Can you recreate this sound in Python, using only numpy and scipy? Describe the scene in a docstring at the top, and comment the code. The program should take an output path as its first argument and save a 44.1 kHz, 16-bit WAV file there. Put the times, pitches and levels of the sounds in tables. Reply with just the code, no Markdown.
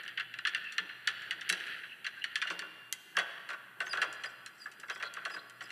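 """Carabiners clink at the steel anchor of a big indoor climbing gym: noisy contacts drive metal modes.
The chain knocks on the hollow wall panel, with some soft link clinks; links grind, squeak and scrape.
A glove bumps the panel, which rumbles on as filtered noise; one free piece rings as a decaying sine.
The hall reverberates over a faint hum and air noise; the mono microphone adds a comb-like colour."""
import sys
import numpy as np
from scipy import signal
from scipy.fft import rfft, irfft, next_fast_len
from scipy.io import wavfile
from scipy.ndimage import map_coordinates

SR = 44100
rng = np.random.default_rng(int(sys.argv[2]) if len(sys.argv) > 2 else 0)


def store_pcm(level_fs):
    """Save levels as 16-bit WAV."""
    pcm = np.round(np.clip(level_fs, -1, 1) * 32767).astype(np.int16)
    wavfile.write(sys.argv[1], SR, np.atleast_2d(pcm).T)


N = 251811

# carabiner contacts, metal on metal: start_s, clack_pitch_hz, clack_db, hardness_db, chatter_re_touch_db
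CLINKS = [(0.079, 1883, -45.5, 1.5, -5), (0.175, 1840, -35.5, -15, 2), (0.198, 1705, -36, -7.5, 0.5),
          (0.34, 1720, -44.5, -6.5, -4), (0.388, 1762, -42, -2, -6), (0.451, 1708, -31.5, -11, 2),
          (0.471, 1800, -34.5, 3.5, 2), (0.5477, 1812, -34, -1, -9), (0.723, 1770, -51.5, 15, 0),
          (0.7816, 1754, -31.5, -1, -7.5), (0.893, 1690, -45, -24, 7), (1.074, 1749, -30, 4.5, -4.5),
          (1.309, 1852, -35.5, 0, -4), (1.411, 1634, -45, 5, 2), (1.492, 1844, -38.5, 17.5, 0),
          (1.499, 1657, -32.5, 14, -12), (1.526, 1663, -36, 11, -7), (1.836, 1690, -44.5, -31, 2),
          (2.045, 1728, -40.5, -4.5, 0.5), (2.066, 1627, -38, 1, -1.5), (2.241, 1814, -36, 0.5, -4),
          (2.3566, 1733, -34, 4.5, -1.5), (2.417, 1497, -33, -1.5, 7), (2.471, 1754, -39.5, -3, 8),
          (2.592, 1755, -43.5, 11.5, -4), (2.926, 2045, -45, 29.5, -11), (4.128, 1520, -61, 28.5, -4),
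          (4.462, 1600, -51.5, 18.5, -6), (4.716, 1670, -60.5, 17.5, 9), (4.799, 1910, -62, 23.5, -0.5),
          (5.139, 1760, -56, 22.5, -9), (5.498, 1980, -63.5, 22, -4)]
# chain knocks on the wall, and some soft link clinks:
# start_s, clack_pitch_hz, clack_db, hardness_db, chatter_re_touch_db
KNOCKS = [(2.451, 1750, -41.5, -13, -5), (2.502, 1430, -37, 3.5, 5), (2.621, 1460, -42, -9, -6),
          (3.1684, 1640, -29, 2.5, -3), (3.1876, 1808, -33.5, 5, -2.5), (3.195, 1553, -34, -3, 14),
          (3.49, 1673, -43.5, 2.5, -0.5), (3.5035, 1540, -39, -2.5, 0), (3.533, 1497, -42, -5.5, 4),
          (3.804, 1780, -33, -2, -0.5), (3.865, 1506, -43, -2, 4), (3.932, 1633, -34, -1, -1),
          (3.954, 1500, -39.5, -9, -8), (3.9732, 1693, -33.5, -8, -3), (4.0165, 1720, -30, 2, 5.5),
          (4.026, 1508, -31.5, -9, 3), (4.2364, 1768, -38, 2, 11), (4.657, 1715, -39.5, -28, 0),
          (4.832, 1645, -44, -14, 8), (4.884, 1420, -44.5, -13, 4), (4.899, 1627, -37.5, 3.5, -2),
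          (4.959, 1526, -46, -3, -2), (5.0, 1755, -41, -8.5, 12), (5.026, 1560, -36.5, -0.5, 3),
          (5.055, 1390, -48, 0, 3), (5.168, 1606, -39.5, -15, 2), (5.214, 1524, -50, -12, 4),
          (5.252, 1700, -36, 1, 2.5), (5.298, 1680, -43, -6, 17), (5.339, 1550, -44.5, 0, 7),
          (5.3625, 1528, -41, -16, 4), (5.607, 1900, -42.5, -2.5, 23), (5.704, 1750, -44.5, 2, 0)]
# bands of a contact (thud, clack, edge, tick): low_hz, high_hz
CONTACT_BANDS = [(250, 900), (1100, 2200), (2400, 4600), (5400, 11000)]
# colour of a contact, before its pitch shift: freq_hz, relative_db
BODY_COLOUR = [(200, -25), (290, -39), (400, -15.5), (650, -9), (900, -20), (1200, -7.5), (1720, -4.5),
               (2280, -7.5), (2830, -10), (3600, -10.5), (4400, -14.5), (6000, -13.5), (10000, -16),
               (14000, -29)]
# low and high roll-off of each contact: freq_hz, gain_db
CONTACT_ROLLOFF = [(90, -26), (240, -9), (350, 2), (500, 0), (10500, 0), (14000, -10)]
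# modes of one link: pitch_ratio, mean_relative_db, t60_s
LINK_MODES = [(1, -2, 0.13), (1.6, 2, 0.048), (1.882, -9.5, 0.079), (2.45, 0, 0.051), (3.3, -3.5, 0.03),
              (4.2, -6.5, 0.029)]
# ringing of the hardware: freq_hz, mean_relative_db, t60_s
STEEL_MODES = [(1135, -2.5, 0.15), (1395, 1, 0.24), (1514, 0.5, 0.26), (1713, 2.5, 0.08),
               (1943, 4.5, 0.067), (2170, -27, .15), (2540, -15.5, 0.43), (2708, 2, 0.16),
               (3120, -10.5, 0.19), (3296, -10, 0.087), (3340, -4.5, 0.26)]
# swells of grinding noise; the first is a fading hall tail: start_s, length_s, relative_db
GRINDS = [(0.0, 0.1, -40), (0.543, .15, -42), (1.108, .15, -41), (1.511, .21, -36), (2.15, .2, -47.5),
          (3.213, .15, -45.5), (3.937, .06, -43), (4.641, .2, -54.5), (5.152, .08, -46), (5.656, .05, -49)]
# spectrum of the grinding noise: freq_hz, relative_db
GRIND_COLOUR = [(500, -24.5), (1000, -30.5), (1400, -6.5), (1720, 0), (2150, -10), (2800, -7.5),
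                (3400, -14), (4400, -21.5), (6000, -47), (14000, -39)]
# regular stick-slip squeaks: start_s, length_s, start_hz, end_hz, level_db
SQUEAKS = [(3.86, .03, 6220, 6400, -55), (3.892, .045, 5100, 4780, -42), (4.254, .026, 5020, 4790, -49),
           (4.598, .054, 5050, 4700, -53), (4.915, .055, 4900, 5000, -59), (5.308, .055, 5050, 4900, -49),
           (5.63, .04, 4950, 5000, -58)]
# irregular slips: start_s, length_s, start_hz, end_hz, level_db
SCRAPES = [(0.632, 0.077, 1845, 1740, -51), (0.633, 0.078, 2830, 2598, -46.5),
           (1.891, 0.054, 2910, 2730, -49.5), (2.162, 0.041, 1585, 1590, -48),
           (2.214, 0.02, 2825, 2810, -43.5), (3.15, 0.054, 1690, 1573, -39),
           (5.031, 0.056, 4250, 4050, -51), (5.373, 0.033, 4050, 3980, -54.5)]
# friction hiss under the squeaks: freq_hz, relative_db
HISS_COLOUR = [(3000, -14), (5500, 3), (6800, -12), (7700, 5), (8800, -16), (10000, -6.5), (14000, -23)]
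# soft bumps on the wall panel: start_s, relative_db
THUMPS = [(0.797, -48), (1.278, -56), (1.355, -57), (1.507, -43.5), (2.504, -44.5), (2.527, -51.5),
          (2.611, -49), (2.65, -53.5), (3.172, -49), (4.05, -51), (4.786, -57), (5.041, -64), (5.35, -51.5)]
# modes of the panel, before detuning: freq_hz, mean_relative_db, t60_s
PANEL_MODES = [(177, -7, 0.19), (255, -18, 0.069), (308, -6.5, 0.29), (429, 6.5, 0.056), (550, -35, 0.021),
               (627, -13, 0.1)]
# spectrum of the panel rumble: freq_hz, relative_db
PANEL_COLOUR = [(70, -29), (130, -31), (183, 3.5), (240, -25), (330, 3), (480, -4.5), (650, -4),
                (950, -3.5), (2500, -29.5)]
# free piece left ringing: start_s, freq_hz, level_db, t60_s
FREE_PIECE = [(2.418, 2790, -49.5, 2.7)]
# decay of the hall tail: freq_hz, t60_s
HALL_DECAY = [(150, 2.1), (600, 0.71), (1500, 2.34), (3000, 1.58), (6000, 1.26), (12000, 2.08)]
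# colour of the hall answer: freq_hz, gain_db
HALL_SEND = [(150, -5.5), (600, 11.5), (1600, -0.5), (3200, 3), (4500, -0.5), (7000, -7.5), (12000, -5)]
# spectrum of the air noise: freq_hz, relative_db
AIR_COLOUR = [(25, -22), (55, -19), (95, -5), (130, 6), (250, 4.5), (600, -21), (1500, -33), (4000, -26),
              (7000, -14.5), (10000, -9.5), (14000, -9)]
# dips of the microphone: centre_hz, gain_db
MIC_DIPS = [(2350, -4), (3720, -6), (5170, -10), (6620, -9), (8150, -6), (9770, -7), (11370, -10),
            (12880, -9)]

# thud, edge, tick re the clack at hardness 0
CLINK_BALANCE_DB, KNOCK_BALANCE_DB = (-46, -1, -20), (-18, -6.5, -20.5)
# share of hardness_db that thud and edge follow; the tick follows it in full
CLINK_SHARES, KNOCK_SHARES = (0.043, 0.15), (0.36, 0.61)
LAG_S, LAG_KNEE_HZ = 0.008, 1349.6
# pitch and hardness are centres; level is re the grinding swell
JOSTLES_PER_S, JOSTLE_HZ, JOSTLE_DB, JOSTLE_HARDNESS_DB, JOSTLE_SPREAD_DB = 14, 1637, -18.5, 10, -2
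GRIND_RISE_S, GRIND_T60_S = 0.097, 0.68
SQUEAK_SCATTER, SCRAPE_SCATTER = 0.0062, 0.05  # share of the pitch
# rumble re the event it follows; the rope rub is a steady floor
RUMBLE_CLINK_DB, RUMBLE_KNOCK_DB, RUMBLE_THUMP_DB, ROPE_DB = -36.5, -28.5, -14, -73
RUMBLE_RISE_S, RUMBLE_HOLD_S, RUMBLE_T60_S = 0.018, 0.042, 0.29
TOP_HZ = 14450


def amp(db):
    """Decibels to amplitude gain."""
    return 10 ** (np.asarray(db) / 20)


def unit(x):
    """Scale to rms 1."""
    return x / np.sqrt(np.mean(x ** 2) + 1e-20)


def along(points, hz):
    """Interpolate (freq_hz, value) points on a log frequency axis."""
    f, v = np.transpose(points)
    return np.interp(np.log(hz + 1), np.log(f + 1), v)


def wobble(rate, size):
    """Smooth random curve through normal knots, rate knots per second."""
    knots = rng.standard_normal(int(size * rate / SR) + 4)
    return map_coordinates(knots, [np.arange(size) * rate / SR])


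def filtered(x, response):
    """Multiply the spectrum of x by response(hz)."""
    m = 2 * next_fast_len((N + SR) // 2)
    return irfft(rfft(x, m) * response(np.fft.rfftfreq(m, 1 / SR)), m)[:N]


def coloured(x, spectrum):
    """Shape x by a (freq_hz, relative_db) spectrum, at rms 1."""
    return unit(filtered(x, lambda hz: amp(along(spectrum, hz))))


def causal(gain):
    """Minimum-phase response with this gain, by folding the cepstrum."""
    cepstrum = irfft(np.log(gain + 1e-6))
    half = len(cepstrum) // 2
    cepstrum[1:half] *= 2
    cepstrum[half + 1:] = 0
    return np.exp(rfft(cepstrum))


def add(track, start_s, sound):
    """Mix a sound into the track at start_s."""
    start = max(round(start_s * SR), 0)
    part = track[start:start + len(sound)]
    part += sound[:len(part)]


def swells(rows, rise_s, t60_s):
    """Gain of overlapping (start_s, hold_s, db) events that rise, hold and decay, summed in power."""
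    t = np.arange(0, N, 32) / SR
    start_s, hold_s, db = np.transpose(rows)[:, :, None]
    decay = amp(db - 60 * np.maximum(t - start_s - hold_s, 0) / t60_s)
    rise = np.exp(np.minimum(t - start_s, 0) / rise_s)
    return np.interp(np.arange(N) / SR, t, np.linalg.norm(decay * rise, axis=0))


def clinks(contacts, balance_db, shares, link_db, ring_db, loose_db, chatter_t60_s,
           body_hz=1680, scatter_db=4):
    """Each contact drives the hardware; its hardness sets the balance of thud, clack, edge and tick."""
    track = np.zeros(N)
    size, contact_s = 16384, 0.02
    t, hz = np.arange(size) / SR, np.fft.rfftfreq(size, 1 / SR)
    centres_hz = np.sqrt(np.prod(CONTACT_BANDS, axis=1))
    mode_hz, mode_db, mode_t60_s = np.transpose(STEEL_MODES)[:, :, None]
    modes = amp(mode_db - 60 * t / mode_t60_s) * np.sin(2 * np.pi * mode_hz * t)
    # slow bending waves bring the low part of a contact late
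    delay_s = LAG_S / (1 + (hz / LAG_KNEE_HZ) ** 6)
    lag = np.exp(-2j * np.pi * np.cumsum(delay_s) * SR / size)
    (thud_db, edge_db, tick_db), (thud_share, edge_share) = balance_db, shares
    for start_s, pitch_hz, clack_db, hardness_db, chatter_db in contacts:
        force = contact(t, chatter_db + loose_db, chatter_t60_s)
        # grip and load shift the body's resonance
        body = causal(amp(along(BODY_COLOUR, hz * body_hz / pitch_hz)))
        clack = irfft(rfft(force) * body)
        # every contact lands on a new spot and wakes the modes at new strengths
        strengths = amp(scatter_db * rng.standard_normal(len(STEEL_MODES)))
        ring = (strengths * rng.choice([-1, 1], len(STEEL_MODES))) @ modes
        hit = rfft(unit(clack) + amp(link_db) * link_modes(t, pitch_hz) + amp(ring_db) * unit(ring))
        power = [2 * np.sum(abs(hit[(hz > lo) & (hz < hi)]) ** 2) / (size * contact_s * SR)
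                 for lo, hi in CONTACT_BANDS]
        hardness = hardness_db * np.array([thud_share, 0, edge_share, 1])
        band_db = clack_db + np.array([thud_db, 0, edge_db, tick_db]) + hardness
        balance = np.column_stack([centres_hz, band_db - 10 * np.log10(power)])
        shape = causal(amp(along(balance, hz) + along(CONTACT_ROLLOFF, hz)))
        add(track, start_s, irfft(hit * lag * shape)[:size * 3 // 4])
    return track


def contact(t, chatter_db, chatter_t60_s, uneven_db=3.5, dull_hz=5500):
    """Force of one contact: a short noise touch, then loose parts chatter with less treble."""
    delay_s, touch_t60_s = 0.003, 0.008
    touch = rng.standard_normal(len(t)) * amp(-60 * t / touch_t60_s)
    chatter_gain = amp(uneven_db * wobble(451, len(t)) - 60 * t / chatter_t60_s)
    chatter = rng.standard_normal(len(t)) * chatter_gain
    chatter *= np.clip(2 * t / delay_s - 1, 0, 1)
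    softer = signal.butter(1, min(dull_hz, SR / 3), fs=SR)
    return unit(touch) + amp(chatter_db) * signal.lfilter(*softer, unit(chatter))


def link_modes(t, pitch_hz, detune=0.0329):
    """The struck link rings briefly at its own pitch and a few inharmonic modes above."""
    ratio, db, t60_s = np.transpose(LINK_MODES)[:, :, None]
    strength, shift = rng.standard_normal((2, len(LINK_MODES), 1))
    hz = pitch_hz * ratio * (1 + detune * np.log2(ratio) * shift)
    modes = amp(db + 2 * strength - 60 * t / t60_s) * np.sin(2 * np.pi * hz * t)
    return unit(np.sum(modes, axis=0))


def jostles(pitch_spread=0.058):
    """Light random contacts of loose links during the swells of GRINDS, at levels that follow them."""
    contacts = []
    for start_s, length_s, db in GRINDS:
        draws = rng.uniform(-0.8, 1, (round(JOSTLES_PER_S * length_s), 4))
        for when, pitch, strength, hardness in draws:
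            contacts.append((start_s + length_s * abs(when),
                             JOSTLE_HZ * (1 + pitch_spread * pitch),
                             db + JOSTLE_DB + JOSTLE_SPREAD_DB * strength,
                             JOSTLE_HARDNESS_DB + JOSTLE_SPREAD_DB * hardness, 0))
    return contacts


def grinding(grind_db=-8, grain_db=3):
    """Swells of grinding noise with fast and slow random gain; the first stands for a hall tail."""
    grains = rng.standard_normal(N) * amp(grain_db * wobble(350, N) + 1.4 * wobble(20.85, N))
    return amp(grind_db) * swells(GRINDS, GRIND_RISE_S, GRIND_T60_S) * coloured(grains, GRIND_COLOUR)


def squeaks(slips, scatter):
    """Metal slipping under load sings a short gliding note, or scrapes when its pitch scatters."""
    track = np.zeros(N)
    octave_db, flutter_db, clean_scatter = -14, 4, 0.02
    # regular slipping builds a stronger overtone
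    octave = amp(octave_db) * np.exp(-scatter / clean_scatter)
    for start_s, length_s, start_hz, end_hz, db in slips:
        u = np.linspace(0, 1, int(length_s * SR))
        glide_hz = end_hz + (start_hz - end_hz) * (1 - u) ** 2
        phase = 2 * np.pi * np.cumsum(glide_hz * (1 + scatter * wobble(1113, len(u)))) / SR
        swell = np.sqrt(abs(np.sin(np.pi * u))) * amp(flutter_db * wobble(265, len(u)))
        tone = np.sin(phase) + octave * np.sin(2 * phase)
        add(track, start_s, amp(db) * unit(swell * tone))
    return track


def friction(hiss_db=-63, rise_s=0.028, t60_s=0.2):
    """The slipping surfaces hiss in small noise grains around each squeak."""
    grain_db, grains_per_s = 5, 120
    grains = rng.standard_normal(N) * amp(grain_db * wobble(grains_per_s, N))
    rows = [(start_s, length_s, hiss_db) for start_s, length_s, *_ in SQUEAKS]
    return swells(rows, rise_s, t60_s) * coloured(grains, HISS_COLOUR)


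def free_ring():
    """A piece let go by the hand rings as a decaying sine, then is stopped at a set time."""
    track, t = np.zeros(N), np.arange(SR) / SR
    stop_s, fade_s = 3.19, 0.03
    for start_s, hz, db, t60_s in FREE_PIECE:
        fade = np.clip((stop_s - start_s - t) / fade_s, 0, 1)
        tone = np.sqrt(2) * np.sin(2 * np.pi * hz * t)
        add(track, start_s, amp(db - 60 * t / t60_s) * fade * tone)
    return track


def thumps(attack_s=0.013):
    """Soft glove bumps wake the low modes of the hollow wall panel."""
    track, t = np.zeros(N), np.arange(SR // 2) / SR
    hz, mode_db, t60_s = np.transpose(PANEL_MODES)[:, :, None]
    spread = 0.018  # share of the mode frequency
    for start_s, db in THUMPS:
        strength, detune = rng.standard_normal((2, len(PANEL_MODES), 1))
        tones = np.sin(2 * np.pi * hz * (1 + spread * detune) * t)
        ring = amp(mode_db + 2 * strength - 60 * t / t60_s) * tones
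        add(track, start_s, amp(db) * (1 - np.exp(-t / attack_s)) * ring.sum(0))
    return track


def panel_rumble():
    """The hollow panel rumbles after contacts and bumps, and steadily under the rubbing rope."""
    rubs = rng.standard_normal(N) * amp(1.9 * wobble(45, N))
    shakes = [(s, RUMBLE_HOLD_S, db + RUMBLE_CLINK_DB) for s, _, db, *_ in CLINKS]
    shakes += [(s, RUMBLE_HOLD_S, db + RUMBLE_KNOCK_DB) for s, _, db, *_ in KNOCKS]
    shakes += [(s, RUMBLE_HOLD_S, db + RUMBLE_THUMP_DB) for s, db in THUMPS]
    gain = np.hypot(swells(shakes, RUMBLE_RISE_S, RUMBLE_T60_S), amp(ROPE_DB))
    return gain * coloured(rubs, PANEL_COLOUR)


def hall(x, build_s=0.048, early_db=-17, early_t60_s=0.17, tail_db=-12.5):
    """Near walls answer after 8 ms; the big hall's tail builds up and dies slowly."""
    size = 2 * SR
    t = np.arange(size) / SR
    hz, frames_s, z = signal.stft(rng.standard_normal(size), SR, nperseg=256)
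    decay = amp(-60 * frames_s / along(HALL_DECAY, hz)[:, None])
    tail = signal.istft(z * decay, SR, nperseg=256)[1][:size]
    tail *= 1 - np.exp(-(t / build_s) ** 2)
    early = rng.standard_normal(size) * amp(-60 * t / early_t60_s) * (t > 0.008)
    answer = amp(tail_db) * tail / np.linalg.norm(tail)
    answer += amp(early_db) * early / np.linalg.norm(early)
    return filtered(signal.fftconvolve(x, answer)[:N], lambda f: amp(along(HALL_SEND, f)))


def room_tone(air_db=-68, hum_db=-77, hum_hz=120):
    """Ventilation and microphone hiss as coloured noise, mains hum as a wavering sine."""
    tone = np.sin(2 * np.pi * hum_hz * np.arange(N) / SR)
    hum = unit(tone * amp(4.1 * wobble(4.08, N)))
    air = coloured(rng.standard_normal(N), AIR_COLOUR)
    return amp(air_db) * air + amp(hum_db) * hum


def scene(level_db=1):
    """The hardware close by, the hall around it; level_db lifts contacts, grinding, bumps and rumble."""
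    carabiners = clinks(CLINKS + jostles(), CLINK_BALANCE_DB, CLINK_SHARES,
                        link_db=-3.5, ring_db=-10.5, loose_db=3, chatter_t60_s=0.099)
    chain = clinks(KNOCKS, KNOCK_BALANCE_DB, KNOCK_SHARES,
                   link_db=-3.5, ring_db=-3.5, loose_db=2.5, chatter_t60_s=0.1)
    slipping = squeaks(SQUEAKS, SQUEAK_SCATTER) + squeaks(SCRAPES, SCRAPE_SCATTER) + friction()
    handling = grinding() + thumps() + panel_rumble()
    near = amp(level_db) * (carabiners + chain + handling) + slipping
    return (near + hall(near) + free_ring() + room_tone())[None]


def record(dry):
    """The microphone has a row of narrow dips and a low cut; nothing is kept above TOP_HZ."""
    low_cut_hz, dip_width_hz = 95, 210

    def response(hz):
        dips_db = sum(db * np.exp(-((hz - centre_hz) / dip_width_hz) ** 2) for centre_hz, db in MIC_DIPS)
        low_cut = hz ** 3 / np.hypot(hz ** 3, low_cut_hz ** 3)
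        return causal(amp(dips_db) * low_cut) * (hz < TOP_HZ)

    return filtered(dry[0], response)[None]


dry = scene()
out = record(dry)
store_pcm(out)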